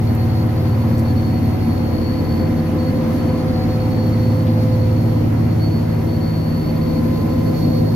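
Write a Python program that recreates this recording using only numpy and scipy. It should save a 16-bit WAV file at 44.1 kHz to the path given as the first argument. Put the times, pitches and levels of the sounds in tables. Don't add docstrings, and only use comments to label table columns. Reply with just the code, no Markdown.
import sys
import numpy as np
from scipy import signal
from scipy.fft import rfft, irfft, next_fast_len
from scipy.io import wavfile
from scipy.ndimage import uniform_filter1d, map_coordinates

SR = 44100
rng = np.random.default_rng(int(sys.argv[2]) if len(sys.argv) > 2 else 0)


def store_wav(level_fs):
    pcm = np.round(np.clip(np.atleast_2d(level_fs), -1, 1) * 32767)
    wavfile.write(sys.argv[1], SR, pcm.T.astype(np.int16))


N = 350595
TIME = np.arange(N) / SR
CYCLE_HZ, SHAFT_HZ, GEAR_TEETH = 17.788, 18.265, 28
BASS_LAG_S = 80e-6

RESONANT_ORDERS = (5, 6, 7, 9, 13, 14, 16, 42)
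# central level/dB, drift/(dB/s), depth, t/s of the trough, left lead/rad, left-right/dB
ORDER_SWELLS = [(-27, -1, 0.17, 4, -0.2, 0.5), (-22, 0.5, 0.52, 2.53, -.12, -1),
                (-28, -0.26, 0.72, 2.75, -0.6, 1), (-26, 1.06, 0.05, 0.25, 0.26, 0),
                (-26, -0.36, 0.05, 5.6, -0.04, 0), (-34.5, 0.63, 0.2, 5.4, 0.5, -0.5),
                (-38, -.5, 0.27, 4.1, -0.85, -5.5), (-44, -1, 0.03, 5.6, -0.5, -1.5)]
# multiple of the firing cycle, level/dB
WEAK_ORDERS = [(3, -40), (4, -45), (8, -60), (10, -39), (11, -49), (12, -46), (15, -52), (17, -42),
               (18, -48), (19, -49.5), (20, -50), (21, -50), (22, -54), (24, -53.5), (25, -47.5), (26, -48),
               (30, -74), (38, -57), (40, -71), (96, -68)]
# multiple of the rotation rate, level/dB
SHAFT_ORDERS = [(2.5, -42), (4, -51), (5, -38), (6, -42.5), (8, -38), (10, -53), (12, -36), (13.5, -36),
                (20, -53), (24, -60), (46.5, -47.5)]
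# t/s, left level/dB, right level/dB, left lead/rad
MESH_TONE = [(0.0, -32.5, -37, 2), (.9, -31, -46.5, -.2), (1.59, -35, -38, -2.7), (1.85, -29, -44, -1.7),
             (2.5, -31, -33.5, -1.5), (2.95, -28, -33, 1), (3.65, -27, -31.5, 0.46),
             (4.3, -33.5, -29.5, 0.5), (4.75, -31.5, -24.5, 0), (5.0, -41, -27.5, 1.4),
             (5.25, -34.5, -30.5, 3), (6.1, -28.5, -37, 3.0), (6.6, -31, -35.5, 4), (6.9, -27.5, -34, 4.0),
             (7.4, -27, -31, 3.5), (7.95, -27.5, -28, 3.5)]
# t/s, level/dB
MESH_SECOND = [(0, -48.5), (2.4, -47), (3.1, -45), (4.2, -51), (4.55, -41), (5.75, -62), (6.35, -45.5),
               (7.35, -41.5), (7.95, -48)]
# t/s, level/dB before panning
MAIN_HUM = [(0, -37), (.45, -33), (1.6, -33), (2.8, -32), (3.7, -31.5), (5.5, -33.5), (6.35, -37.5),
            (7.4, -32.5), (7.95, -36)]
HUM_PITCHES = (194, 269.5, 303, 393, 601, 646, 971, 996.5, 1742, 1880, 2008.5, 2079, 2110.5, 5450)
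# level/dB, phase waver/rad
HUM_SHAPES = [(-60, 0.4), (-56, .6), (-41.5, 1.04), (-46, 0.31), (-55, 0.72), (-45, 3.3), (-50.5, 2.3),
              (-54, 1.2), (-71, 0.63), (-59, 1.3), (-57, 1.44), (-57.5, 1.4), (-59, 1.5), (-68, 1.5)]
# t/s, f/Hz
WHINE_PITCH = [(0, 4427), (.65, 4439), (1.05, 4434), (1.25, 4423), (1.6, 4436), (2.1, 4439), (3.45, 4439),
               (3.9, 4426), (4.25, 4426), (4.8, 4444), (5.3, 4431), (6.15, 4439), (6.75, 4438),
               (7.05, 4428), (7.4, 4436), (7.95, 4429)]
# t/s, left level/dB, right level/dB, left lead/rad
WHINE_FIRST = [(0, -47.5, -47, -1.9), (.45, -45.5, -44, -2.5), (.8, -49, -56, -5), (1.21, -43, -54, -6),
               (1.55, -51.5, -52, -9), (1.75, -45, -48, -7.7), (1.88, -45, -56, -8.5),
               (2.02, -39, -60, -11), (2.36, -42, -45, -12.5), (2.57, -52, -54, -14), (2.9, -44, -42, -14),
               (3.03, -56, -53, -15), (3.35, -47, -47.5, -11), (3.72, -42.5, -43.5, -8.5),
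               (4.28, -46.5, -47, -6.5), (4.45, -49, -51, -4.5), (4.6, -46.5, -53, -2.5),
               (5.0, -48, -56, -1.5), (5.43, -54, -60, -2), (5.66, -45, -38, 0), (5.87, -53, -56, 1.7),
               (6.05, -50, -54, -.4), (6.16, -43, -51, 0.7), (6.35, -41, -47.5, 1.1), (6.48, -49, -45, 1.1),
               (6.84, -45, -47.5, .6), (7.0, -50, -48, 2.1), (7.4, -46, -51, 1.2), (7.58, -46, -39.5, -1.3),
               (7.95, -52, -41.5, -3)]
# t/s, left level/dB, right level/dB
WHINE_THIRD = [(0, -59.5, -50.5), (.65, -63.5, -55), (.95, -57, -52.5), (1.4, -60, -55.5),
               (2.7, -63, -57.5), (3.9, -58, -62), (4.3, -55.5, -60), (5.2, -59, -58), (5.9, -64, -58.5),
               (6.4, -59, -57), (6.9, -54, -53), (7.95, -53.7, -54.4)]
# t/s, rumble level/dB, rush level/dB
ROLLING_LEVELS = [(0, -25.5, -35.5), (.6, -23, -34.5), (1.3, -23.5, -35), (2.6, -21, -34.5),
                  (3.2, -21, -33.5), (4.7, -22.5, -35.5), (5.5, -22.5, -36), (6.35, -24, -36),
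                  (7.4, -20, -35.5), (7.95, -22, -36.5)]
# t/s, level/dB
HISS_LEVEL = [(0, -48.5), (.55, -49.5), (.92, -48.5), (1.4, -49.5), (2.6, -49), (3.0, -48.5), (3.13, -46.5),
              (3.3, -48.5), (4.3, -48), (5.5, -49), (6.3, -49.5), (7.0, -48.5), (7.45, -47.5), (7.58, -45),
              (7.7, -48), (7.95, -48)]
# f/Hz, relative spectral level/dB
RUMBLE_SPECTRUM = [(20, -57.5), (32, -28), (50, -5), (62, -15), (72, 2), (90, 0), (150, 2.5), (180, -2.5),
                   (232, 4), (300, 0.5), (350, -4.5), (440, -12), (520, -8), (600, -15.5), (900, -49),
                   (2000, -120)]
RUSH_SPECTRUM = [(300, -120), (400, -28), (550, -3), (600, -9.5), (650, -4.5), (800, -6.5), (920, -8),
                 (990, -7), (1170, -12), (1290, -11), (1500, -15), (2060, -16), (3200, -24), (4200, -34),
                 (5500, -68), (9000, -120)]
HISS_SPECTRUM = [(1500, -120), (2500, -19), (3500, -1.5), (4500, 2), (5500, -2), (6600, -4), (7400, -10),
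                 (8000, -13.5), (9000, -10), (10000, -26), (14000, -120)]
SIZZLE_SPECTRUM = [(6000, -120), (8500, -25), (9500, -11), (10300, -8), (11000, -5), (12000, 0),
                   (12800, -4), (13600, -7.5), (14500, -11), (15300, -14), (15700, -13.5)]
# f/Hz, correlation
COHERENCE = [(40, .97), (150, 0.9), (380, .78), (700, 0.48), (1500, 0.14), (3000, 0.055), (6000, 0.039),
             (8500, 0.098), (10000, 0.23), (12000, 0.45), (15000, 0.31)]
# t/s, delay/microseconds
SIZZLE_LAG = [(0, 14), (.5, 16), (1.5, 4), (2.5, 15), (3.5, 42), (4.5, 54), (5.5, 59), (6.5, 73), (7.5, 71),
              (7.95, 75)]
# t/s, starting level/dB, left-right/dB, centre f/Hz, 60 dB decay time/s
TICK_EVENTS = [(.1503, -33, 0, 13200, .012), (.1512, -44, -2, 6500, .015), (.9792, -46, .6, 6500, .06),
               (.9795, -45, .6, 12500, .06), (.9916, -45, 2, 10500, 0.023), (.9918, -45, 0, 5800, .05),
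               (.9949, -42, -.6, 12000, .05), (4.469, -41, 0, 3000, 0.13)]


def engine(swell_s=4.41, swell_edge=.99):
    cycle = 2 * np.pi * CYCLE_HZ * TIME + .012 * wobble(2.1)
    orders = []
    for k, db in WEAK_ORDERS:
        hz = k * CYCLE_HZ
        orders.append((k, db, -2 * np.pi * hz * BASS_LAG_S + .6 * phase_wander(hz), 0))
    for k, (db, drift, depth, trough_s, lead, pan_db) in zip(RESONANT_ORDERS, ORDER_SWELLS):
        fade = np.tanh(swell_edge * np.cos(2 * np.pi * (TIME - trough_s) / swell_s))
        gain = amp(drift * (TIME - TIME.mean())) * (1 - depth * fade / np.tanh(swell_edge))
        lead = lead / gain + .25 * phase_wander(k * CYCLE_HZ)
        orders.append((k, db + 20 * np.log10(gain), lead, pan_db))
    out = np.zeros((2, N))
    for k, db, lead, pan_db in orders:
        spread = -1.45 * k * k - .3 * k - .85
        level_db = db + .46 * wobble(4.9) + .0641 * k * wobble(2.5)
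        phase = k * cycle + spread + .15 * wobble(4)
        out += tone(phase, level_db + pan_db / 2, level_db - pan_db / 2, lead)
    return out


def drive_shaft():
    shaft = 2 * np.pi * SHAFT_HZ * TIME + .01 * wobble(3)
    out = np.zeros((2, N))
    for k, db in SHAFT_ORDERS:
        level_db = db + 1.8 * wobble(2.1)
        phase = k * shaft + rng.uniform(0, 2 * np.pi)
        out += tone(phase, level_db, level_db, phase_wander(k * SHAFT_HZ))
    mesh = GEAR_TEETH * shaft
    left_db, right_db, lead = curves(MESH_TONE)
    out += tone(mesh, left_db + 1.1 * wobble(12), right_db + 1.1 * wobble(12), lead)
    octave_db, pan_db = curves(MESH_SECOND)[0], 6 * wobble(2.52) - 3
    lead = phase_wander(2 * GEAR_TEETH * SHAFT_HZ)
    return out + tone(2 * mesh, octave_db + pan_db / 2, octave_db - pan_db / 2, lead)


def drive_hums(main_hz=322.7):
    db = curves(MAIN_HUM)[0] + 1.4 * wobble(6)
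    phase = 2 * np.pi * main_hz * TIME + .65 * wobble(6)
    out = tone(phase, db + 2, db - 1, lead=.45 * wobble(3.05) - .4)
    for hz, (db, waver) in zip(HUM_PITCHES, HUM_SHAPES):
        level_db = db + 1.8 * wobble(2.5)
        out += tone(2 * np.pi * hz * TIME + waver * wobble(8), level_db, level_db, phase_wander(hz))
    return out


def whine(dip_depth=.73):
    phase = 2 * np.pi * np.cumsum(curves(WHINE_PITCH)[0]) / SR
    shake = 2 * np.pi * 3 * CYCLE_HZ * TIME
    *level_db, lead = curves(WHINE_FIRST)
    dips = 1 - dip_depth * (.5 + .5 * np.tanh(3 * (wobble(36) - .67)))
    carrier = unit(dips * scattered(phase, direct=3, rate=30, alike=.7, lead=lead))
    upper, lower = [
        unit(amp(2.5 * wobble(5)) * scattered(phase + k * shake, direct=.5, rate=36, alike=.5, lead=lead))
        for k in (1, -1)]
    sideband_gain = amp(np.array(level_db) * .5 - 31.5) * dips / dips.mean()
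    out = amp(level_db) * carrier + sideband_gain * (upper + amp(-1.5) * lower)
    second_db = [[-67], [-66]] + 1.4 * wobble(5)
    out += amp(second_db) * scattered(2 * phase, direct=.47, rate=70, alike=.41, lead=lead)
    third = np.zeros((2, N))
    for k in range(-2, 3):
        line = scattered(3 * phase + k * shake, direct=.6, rate=60, alike=.79, lead=2.5 * wobble(1.5))
        third += amp(-2.2 * k * k) * line
    return out + amp(curves(WHINE_THIRD)) * unit(third)


def rolling():
    rumble_db, rush_db = curves(ROLLING_LEVELS)
    hiss_db = curves(HISS_LEVEL)[0]
    flutter = wobble(22)
    rumble = amp(rumble_db) * noise(RUMBLE_SPECTRUM, patchy_db=1.2)
    rumble[0] = np.roll(rumble[0], round(BASS_LAG_S * SR))
    rush = amp(rush_db) * noise(RUSH_SPECTRUM, patchy_db=.85)
    hiss = amp(hiss_db + .51 * flutter) * noise(HISS_SPECTRUM, patchy_db=.5)
    left, right = noise(SIZZLE_SPECTRUM, patchy_db=1.5)
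    delayed_s = TIME - curves(SIZZLE_LAG)[0] * 1e-6
    left = map_coordinates(left, [delayed_s * SR], order=5)
    sizzle = amp(hiss_db + .46 * flutter) * amp([[-1.4], [.2]]) * [left, right]
    return rumble + rush + hiss + sizzle


def ticks():
    out, t = np.zeros((2, N)), np.arange(SR // 10) / SR
    for onset_s, db, pan_db, hz, t60 in TICK_EVENTS:
        band = signal.butter(2, [.75 * hz, 1.2 * hz], "bandpass", fs=SR)
        burst = unit(signal.lfilter(*band, rng.standard_normal(len(t)))) * amp(-60 * t / t60)
        start = round(onset_s * SR)
        out[:, start:start + len(t)] += amp([[db + pan_db / 2], [db - pan_db / 2]]) * burst
    return out


def tone(phase, left_db, right_db, lead):
    return np.sqrt(2) * amp([left_db, right_db]).reshape(2, -1) * np.cos([phase + lead/2, phase - lead/2])


def phase_wander(hz):
    return np.clip((hz / 520) ** 2, .3, 2.5) * wobble(1.5)


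def scattered(phase, direct, rate, alike, lead):
    shared, *separate = [wobble(rate) + 1j * wobble(rate) for _ in range(3)]
    reflections = alike * shared + np.sqrt(1 - alike ** 2) * np.array(separate)
    return unit(((direct + reflections) * np.exp(1j * (phase + [lead / 2, -lead / 2]))).real)


def noise(spectrum, patchy_db):
    def mid_side_gains(hz):
        angle = np.arccos(along(COHERENCE, hz)) / 2
        return amp(along(spectrum, hz)) * [np.cos(angle), np.sin(angle)]

    bins = signal.stft(rng.standard_normal((2, N)), nperseg=512)[2]
    patches = uniform_filter1d(rng.standard_normal(bins.shape[1:]), size=8, axis=0)
    patches = uniform_filter1d(patches, size=10, axis=1)
    pair = signal.istft(bins * amp(patchy_db * unit(patches)), nperseg=512)[1][:, :N]
    mid, side = filtered(pair, mid_side_gains)
    return unit(np.array([mid + side, mid - side]))


def filtered(x, response):
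    size = next_fast_len(N + 8192)
    return irfft(rfft(x, size) * response(np.fft.rfftfreq(size, 1 / SR)), size)[..., :N]


def wobble(rate):
    return map_coordinates(rng.standard_normal(int(N * rate / SR) + 4), [TIME * rate])


def curves(rows):
    times, *columns = np.transpose(rows)
    return [np.interp(TIME, times, column) for column in columns]


def along(points, hz):
    freqs, values = np.transpose(points)
    return np.interp(np.log(hz + 1), np.log(freqs + 1), values)


def amp(db):
    return 10 ** (np.asarray(db) / 20)


def unit(x):
    return x / np.sqrt(np.mean(x ** 2) + 1e-20)


def scene():
    return engine() + drive_shaft() + drive_hums() + whine() + rolling() + ticks()


def record(dry):
    return filtered(dry, lambda hz: hz < 15714)


dry = scene()
out = record(dry)
store_wav(out)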